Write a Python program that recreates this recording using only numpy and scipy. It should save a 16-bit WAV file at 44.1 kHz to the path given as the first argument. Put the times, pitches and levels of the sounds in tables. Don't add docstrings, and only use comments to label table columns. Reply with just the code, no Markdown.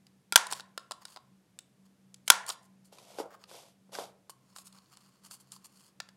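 import sys
import numpy as np
from scipy import signal
from scipy.fft import rfft, irfft
from scipy.io import wavfile
from scipy.ndimage import map_coordinates

SR = 44100
rng = np.random.default_rng(int(sys.argv[2]) if len(sys.argv) > 2 else 0)


def master_out(mix):
    frames = np.transpose(np.atleast_2d(mix))
    ceiling = np.clip(frames, -1, 1)
    pcm = np.round(ceiling * 32767).astype(np.int16)
    wavfile.write(sys.argv[1], SR, pcm)


N = 271656
TIME_S = np.arange(N) / SR

# (frequency [Hz], level [dB])
AIR_COLOUR = [(20, -28.5), (45, -28), (70, -18), (110, -8.5), (180, -5.5), (300, -11.5), (1000, -22.5),
              (1500, -25), (4000, -29), (10000, -31.5), (13000, -35.5), (16000, -48)]
# (frequency [Hz], rms level [dB re full scale], wander rate [1/s])
DUCT_TONES = [(191.4, -68.5, 5.9), (132.3, -76, 11)]
# (frequency [Hz], level [dB], t60 [s])
ROOM_DECAY = [(249.54, -6, 0.23), (550, -2, 0.69), (1000, 1, 0.27), (2000, -2.5, 0.49), (4000, -1.5, 0.25),
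              (8000, -2.5, 0.29), (15000, -6, 0.15)]
# (time [s], level [dB])
SLIDE_PUSHES = [
    [(2.915, -88), (2.927, -63), (2.933, -62.5), (2.961, -70), (3.167, -64), (3.203, -51), (3.26, -81)],
    [(3.47, -88), (3.478, -72.5), (3.502, -62.5), (3.576, -58.5), (3.588, -61.5), (3.706, -73),
     (3.74, -84.5)],
    [(3.91, -107.5), (3.922, -60), (3.954, -49.5), (3.96, -54), (4.032, -55), (4.114, -78), (4.125, -88)],
]
# (frequency [Hz], level [dB])
DRONE_COLOUR = [(160, -48), (280, -12), (517, 0), (609, -0.5), (687, -0.5), (1020, -5), (1210, -11),
                (1450, -11.5), (1760, -27.5), (2200, -25), (2860, -70.5), (4840, -120)]
# (frequency [Hz], level [dB])
FRICTION_COLOUR = [(1060, -35.5), (1800, -8.5), (3140, -2.5), (3480, -1.5), (4250, -4.5), (4700, -2),
                   (7290, -6.5), (11700, -9), (15000, -23), (16000, -63)]
# (time [s], level [dB], brightness [dB/octave], share of free ring time [1], pitch ratio [1])
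KNOCKS = [(3.186, -20, 1.5, 0.39, 1.22), (3.2, -21.5, 2.5, 0.95, 1.003), (3.257, -36, 1.5, 0.78, 1.11),
          (3.346, -47, 17, 0.98, 1), (3.513, -37, 6, 0.63, 1.24), (3.893, -50, 3, 0.57, 1.15),
          (3.9867, -18, 3, 0.27, 1.26)]
# (frequency [Hz], level [dB], free t60 [s])
KNOCK_MODES = [(301.7, -4, 0.05), (441, -1, 0.062), (555.5, 5, 0.035), (564, 5, 0.04), (870, -5, 0.014),
               (1070, -16.5, 0.013), (1220, -18.5, 0.051)]
# (start [s], length [s], level [dB], brightness [dB])
SLIPS = [(.499, 0.035, -46, -1.5), (0.551, 0.048, -56, -3), (1.007, 0.026, -64, -7),
         (1.059, 0.089, -63, -1), (1.848, 0.011, -69, -2), (2.257, .019, -65, 6), (2.471, 0.034, -44, -1),
         (2.514, 0.016, -50.5, 3.5), (2.621, .032, -72, 5.5), (2.842, 0.037, -72.5, 4.5),
         (3.301, 0.05, -68, -16.5), (3.389, 0.042, -67.5, -9.5), (4.295, 0.0058, -47.5, 4.5),
         (4.55, 0.067, -61.5, 4.5), (4.641, 0.035, -61, 5.5), (4.727, 0.059, -65, -4),
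         (4.91, 0.026, -63.5, -4), (5.233, 0.038, -57, 0), (5.303, 0.053, -55.5, 4.5),
         (5.397, 0.02, -68.5, 7.5), (5.513, 0.051, -60, 2.5), (5.64, 0.017, -57, 5),
         (5.716, 0.17, -67.5, 0.5)]
# (frequency [Hz], level [dB])
RUB_COLOURS = [
    [(300, -22.5), (700, -8), (1080, 1), (1300, -5), (1700, -10.5), (2500, -15), (5000, -27)],
    [(1500, -20.5), (3000, -8), (3950, -13), (4400, 0.5), (4800, -4.5), (5200, -4), (5950, -13), (6700, -5),
     (11000, -21.5)],
    [(4000, -32.5), (7000, -2), (7700, -4), (9200, 0.5), (10400, -5), (11400, -2.5), (13000, -12.5),
     (16000, -24)],
]
# (time [s], level [dB])
TURNING = [(4.42, -83), (4.5, -74), (4.84, -76), (4.98, -70.5), (5.2, -77.5), (5.5, -75), (5.88, -78),
           (5.97, -90)]
# (multiple of cup pitch [1], level [dB], t60 [s])
CUP_MODES = [(.77, -8, .04), (0.999, 0, 0.035), (1.29, -10, 0.039)]
# (time [s], level [dB], hollowness [dB], bright edge [dB],
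# cup pitch [Hz], contact ring [Hz])
TICKS = [(0.0676, -52, -12, -11, 1970, 4880), (.4683, -35, -7.5, -5, 1027, 3830),
         (.5133, -35.5, -9, -4, 1000, 3700), (0.5246, -28.5, -2, -3.5, 1003, 5670),
         (0.5322, -27.5, -20, -11, 1020, 3550), (0.5973, -38, -3.5, -15, 1457, 3400),
         (.606, -40, -13, -12, 1460, 3800), (.777, -29.5, -3, -9, 1377, 4220),
         (.9106, -35, 2, -5.5, 1059, 4305), (.9185, -34.5, 0, -6, 1049, 5040),
         (1.053, -36, -11, -8.5, 1420, 3870), (1.1617, -43.5, 1.5, -10, 1000, 4000),
         (1.1711, -44.5, 1.5, -20, 1067, 3820), (1.589, -37, -18, -5.5, 1420, 3860),
         (2.143, -43, -21.5, -6, 1387, 6414), (2.4648, -40.5, -22, -0.5, 995, 6700),
         (2.4912, -33, -2.5, 0, 1270, 5360), (2.501, -27, -8.5, -11, 1434, 3930),
         (2.9849, -47, -0.5, -11, 1008, 2515), (3.4391, -45, -3.5, -15, 1245, 2750),
         (3.9515, -34.5, -1.5, -16, 1550, 4780), (4.2957, -48.5, 3, -0.5, 1089, 4890),
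         (4.5622, -42, -1, -8.5, 1043, 4900), (4.585, -41.5, -8.5, -9, 1103, 5000),
         (4.7263, -53, -10, -6, 1310, 4200), (4.9711, -49.5, -7, -4.5, 1020, 4400),
         (5.3108, -42, -7.5, -7, 1250, 4625), (5.5197, -43.5, -17.5, -0.5, 1140, 6550),
         (6.0019, -30, -5, -18, 1758, 3584), (6.0886, -47, -7, -12, 1650, 3510)]
# (frequency [Hz], level [dB])
CRACK_COLOUR = [(500, -31.5), (1800, -16), (2800, -6), (3700, -1.5), (4900, 0.5), (6100, -7), (7500, -12.5),
                (12000, -27)]
BODY_COLOUR = [(150, -24.5), (400, -7.5), (700, 0), (1060, -2.5), (1200, -7.5), (1380, -3), (1800, -6.5),
               (2500, -14.5), (5000, -34)]
EDGE_COLOUR = [(3000, -34), (5800, -14), (7300, 4.5), (9000, 2), (11000, -3), (13000, -15.5),
               (16000, -20.5)]
# (time [s], level [dB], chatter decay [s], ring level [dB])
SNAPS = [(0.3236, -21.5, 0.0023, 1), (0.3335, -35.5, .002, -16), (0.3584, -3.5, 0.004, -10),
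         (2.2783, -24, 0.0046, -9), (2.3011, -3, 0.0038, -6)]
# (frequency [Hz], level [dB])
SNAP_COLOUR = [(59, -58), (100, -35), (461, -20), (950, -5.5), (1170, -13.5), (1450, 0.5), (1760, -10),
               (2800, -7.5), (3250, -3), (3860, -9), (5300, -7.5), (7450, -7), (8110, -10.5),
               (11200, -11.5), (16000, -27)]
# (frequency [Hz], level [dB])
SNAP_SPREAD_COLOUR = [(250, -27), (500, -15.5), (700, -11), (860, -2), (1030, 3), (1230, -10.5),
                      (1410, -1.5), (1560, -8.5), (1730, -4), (2200, -12.5), (5000, -9.5), (9000, -12.5),
                      (15000, -26.5)]
# (frequency [Hz], level [dB], t60 [s])
PUNCH_MODES = [(367, -12, 0.031), (860, -13.5, 0.034), (1000, -11, 0.017), (1389, -1.5, 0.099),
               (1530, -3.5, 0.015), (1790, -14.5, 0.044), (2320, -4.5, 0.028), (3300, -1.5, .018),
               (4900, -8, 0.038), (6920, -10.5, 0.019)]

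AIR_RMS_DB = -70.5
CEILING_DELAY_S, CEILING_DB = 0.0177, -21.5
SLIDE_HISS_DB, SLIDE_DRONE_DB = 4.5, [4.5, 3, 4.5]
SETTLE_DB, SETTLE_DECAY_S = -23, 0.043
RUB_BODY_DB, RUB_SCRAPE_DB, RUB_HISS_DB = -5, 0, -1.5
TURNING_BRIGHT_DB = -3.5
CREASES_PER_S, CREASE_DB = 22, 14
MOUTH_HZ, MOUTH_Q = 1050, 21
PALM_DELAY_S, PALM_SHARE = 0.00064, 0.22
LOW_CUT_HZ, CUTOFF_HZ = 200, 15900


def from_db(db):
    return 10 ** (np.asarray(db) / 20)


def rms_one(x):
    return x / np.sqrt(np.mean(x ** 2) + 1e-20)


def at_hz(points, hz, axis=1):
    table = np.array(points)
    return np.interp(np.log(np.maximum(hz, 1)), np.log(table[:, 0]), table[:, axis])


def add(out, time_s, sound):
    i = round(time_s * SR)
    out[i:i + len(sound)] += sound[:N - i]


def coloured(x, colour, size=4096):
    hz = np.linspace(0, SR / 2, size // 2 + 1)
    cepstrum = irfft(np.log(from_db(at_hz(colour, hz))))
    cepstrum[1:size // 2] *= 2
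    cepstrum[size // 2 + 1:] = 0
    response = irfft(np.exp(rfft(cepstrum)))
    return signal.oaconvolve(x, response / np.linalg.norm(response))[:N]


def band_pass(x, low_hz, high_hz):
    sos = signal.butter(2, [low_hz, high_hz], "band", fs=SR, output="sos")
    return signal.sosfilt(sos, x)


def drift(knots_per_s):
    knots = rng.standard_normal(int(N / SR * knots_per_s) + 2)
    return rms_one(np.interp(TIME_S * knots_per_s, np.arange(len(knots)), knots))


def swell(curve):
    time_s, db = np.transpose(curve)
    return from_db(np.interp(TIME_S, time_s, db, left=-140, right=-140))


def ring(modes, tilt_db=0, size=12000):
    hz, db, t60_s = np.array(modes).T[:, :, None]
    t = TIME_S[:size]
    level_db = db + tilt_db * np.log2(hz / np.median(hz)) - 60 * t / t60_s
    signs = (-1) ** np.arange(len(hz))[:, None]
    return np.sum(from_db(level_db) * np.sin(2 * np.pi * hz * t) * signs, 0)


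def chatter(decay_s, hold, size=1500):
    envelope = np.exp(-(TIME_S[:size] / decay_s) ** hold)
    return envelope * rng.choice([-1, 1], size)


def friction(grain_db, grains_per_s, crackle=0.3):
    unevenness = np.clip(drift(grains_per_s), -2, 2)
    grains = rms_one(rng.standard_normal(N) * from_db(grain_db * unevenness))
    snapping = rms_one(rng.standard_normal(N) * (rng.random(N) < 90 / SR))
    return rms_one(grains + crackle * snapping)


def ventilation():
    hum = np.zeros(N)
    for hz, db, wander_per_s in DUCT_TONES:
        phase = 2 * np.pi * hz * TIME_S
        in_phase = drift(wander_per_s) * np.cos(phase)
        quadrature = drift(wander_per_s) * np.sin(phase)
        hum += from_db(db) * (in_phase + quadrature)
    return hum + from_db(AIR_RMS_DB) * coloured(rng.standard_normal(N), AIR_COLOUR)


def room(x, onset_s, size=32768):
    t, response = TIME_S[:size], np.zeros(size)
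    edges_hz = np.geomspace(150, 17000, 13)
    for low_hz, high_hz in zip(edges_hz, edges_hz[1:]):
        band = band_pass(rng.standard_normal(size), low_hz, high_hz)
        hz = np.sqrt(low_hz * high_hz)
        decay_db = at_hz(ROOM_DECAY, hz) - 60 * t / at_hz(ROOM_DECAY, hz, axis=2)
        response += band * from_db(decay_db)
    response *= 1 - np.exp(-(t / onset_s) ** 4)
    return signal.oaconvolve(x, response / np.linalg.norm(response))[:N]


def sliding():
    pushes = np.array([swell(curve) for curve in SLIDE_PUSHES])
    drone = coloured(friction(grain_db=2, grains_per_s=200), DRONE_COLOUR)
    drone = from_db(SLIDE_DRONE_DB) @ pushes * drone
    hiss = coloured(friction(grain_db=2, grains_per_s=1000), FRICTION_COLOUR)
    hiss = from_db(SLIDE_HISS_DB) * pushes.sum(0) * hiss
    return (drone + hiss) * from_db(0.77 * drift(110))


def knocks():
    rings, taps, shudder = np.zeros((3, N))
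    for time_s, db, tilt_db, free_share, pitch in KNOCKS:
        modes = np.array(KNOCK_MODES) * [pitch, 1, free_share]
        add(rings, time_s, from_db(db - 3.5) * ring(modes, tilt_db))
        add(taps, time_s, from_db(db - 26) * chatter(0.0034, hold=0.51))
        settle = chatter(SETTLE_DECAY_S, hold=0.98, size=12000)
        add(shudder, time_s, from_db(db + SETTLE_DB) * settle)
    return rings + coloured(taps, FRICTION_COLOUR) + coloured(shudder, DRONE_COLOUR)


def stroke(length_s, edge_s, size=14000):
    t = TIME_S[:size]
    attack = 1 - np.exp(-np.minimum(t, length_s) / edge_s)
    return attack * np.exp(-np.maximum(t - length_s, 0) / edge_s)


def drag(lean):
    slips = np.zeros(N)
    for time_s, length_s, db, bright_db in SLIPS:
        add(slips, time_s, from_db(db + lean * bright_db) * stroke(length_s, edge_s=0.0079))
    return np.hypot(slips, swell(TURNING) * from_db(lean * TURNING_BRIGHT_DB))


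def creases(gain):
    pops = np.zeros(N)
    for when, strength in rng.random((int(CREASES_PER_S * N / SR), 2)):
        add(pops, when * TIME_S[-1], strength * chatter(0.0012, hold=1.1, size=400))
    pops = from_db(CREASE_DB) * gain * pops
    cup = ring(np.array(CUP_MODES) * [MOUTH_HZ, 1, 1], size=3000)
    ringing = signal.oaconvolve(pops, cup / np.linalg.norm(cup))[:N]
    return coloured(pops, CRACK_COLOUR) + from_db(-9) * ringing


def rubbing():
    jerks = rms_one(from_db(2.0 * drift(60) + 2.7 * drift(450)))
    shares = from_db([RUB_BODY_DB, RUB_SCRAPE_DB, RUB_HISS_DB])
    scrape = np.zeros(N)
    for lean, colour, share in zip((-1, 0, 1), RUB_COLOURS, shares):
        layer = coloured(friction(grain_db=1.0, grains_per_s=890), colour)
        scrape += drag(lean) * share * layer
    return jerks * scrape + creases(drag(0))


def past_hand(x):
    delay_s = PALM_DELAY_S * from_db(drift(2.6))
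    reflection = map_coordinates(x, [(TIME_S - delay_s) * SR], order=3)
    return (x + PALM_SHARE * reflection) / np.hypot(1, PALM_SHARE)


def ticks():
    crack, body, edge, rings = np.zeros((4, N))
    for time_s, db, hollow_db, edge_db, cup_hz, contact_hz in TICKS:
        add(crack, time_s, from_db(db - 3) * chatter(0.0029, hold=0.98))
        add(body, time_s, from_db(db + hollow_db - 2) * chatter(0.002, hold=1.3))
        add(edge, time_s, from_db(db + edge_db + 3.5) * chatter(0.0022, hold=1.4))
        cup = ring(np.array(CUP_MODES) * [cup_hz, 1, 1], size=3000)
        add(rings, time_s, from_db(db + hollow_db - 2.5) * cup)
        add(rings, time_s, from_db(db - 1) * ring([(contact_hz, 0, 0.009)], size=3000))
    bursts = coloured(crack, CRACK_COLOUR) + coloured(body, BODY_COLOUR)
    return bursts + coloured(edge, EDGE_COLOUR) + rings


def punch():
    cracks, rings, blows = np.zeros((3, N))
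    for time_s, db, decay_s, ring_db in SNAPS:
        crack = from_db(db + 1.5) * chatter(decay_s, hold=1.4)
        add(cracks, time_s, crack)
        add(blows, time_s, [np.linalg.norm(crack)])
        add(rings, time_s, from_db(db + ring_db - 6.5) * ring(PUNCH_MODES))
    near = coloured(cracks, SNAP_COLOUR) + rings
    thrown = coloured(blows, SNAP_SPREAD_COLOUR) + from_db(-9) * rings
    return near, thrown


def scene():
    table = knocks() + sliding()
    handling = ticks() + past_hand(rubbing())
    snaps, thrown = punch()
    low_cut = signal.butter(2, LOW_CUT_HZ, "high", fs=SR, output="sos")
    near = signal.sosfilt(low_cut, snaps + handling + table)
    ceiling = from_db(CEILING_DB) * np.interp(TIME_S - CEILING_DELAY_S, TIME_S, near, left=0)
    mouth = signal.lfilter(*signal.iirpeak(MOUTH_HZ, MOUTH_Q, fs=SR), handling)
    send = from_db(-20.5) * thrown + from_db(-20) * handling
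    send += from_db(-9.5) * mouth + from_db(-20.0) * table
    return (near + ceiling + room(send, onset_s=0.014) + ventilation())[None]


def record(dry):
    low_pass = signal.ellip(10, 0.1, 80, CUTOFF_HZ, fs=SR, output="sos")
    return signal.sosfilt(low_pass, np.clip(dry, -0.95, 0.95))


dry = scene()
out = record(dry)
master_out(out)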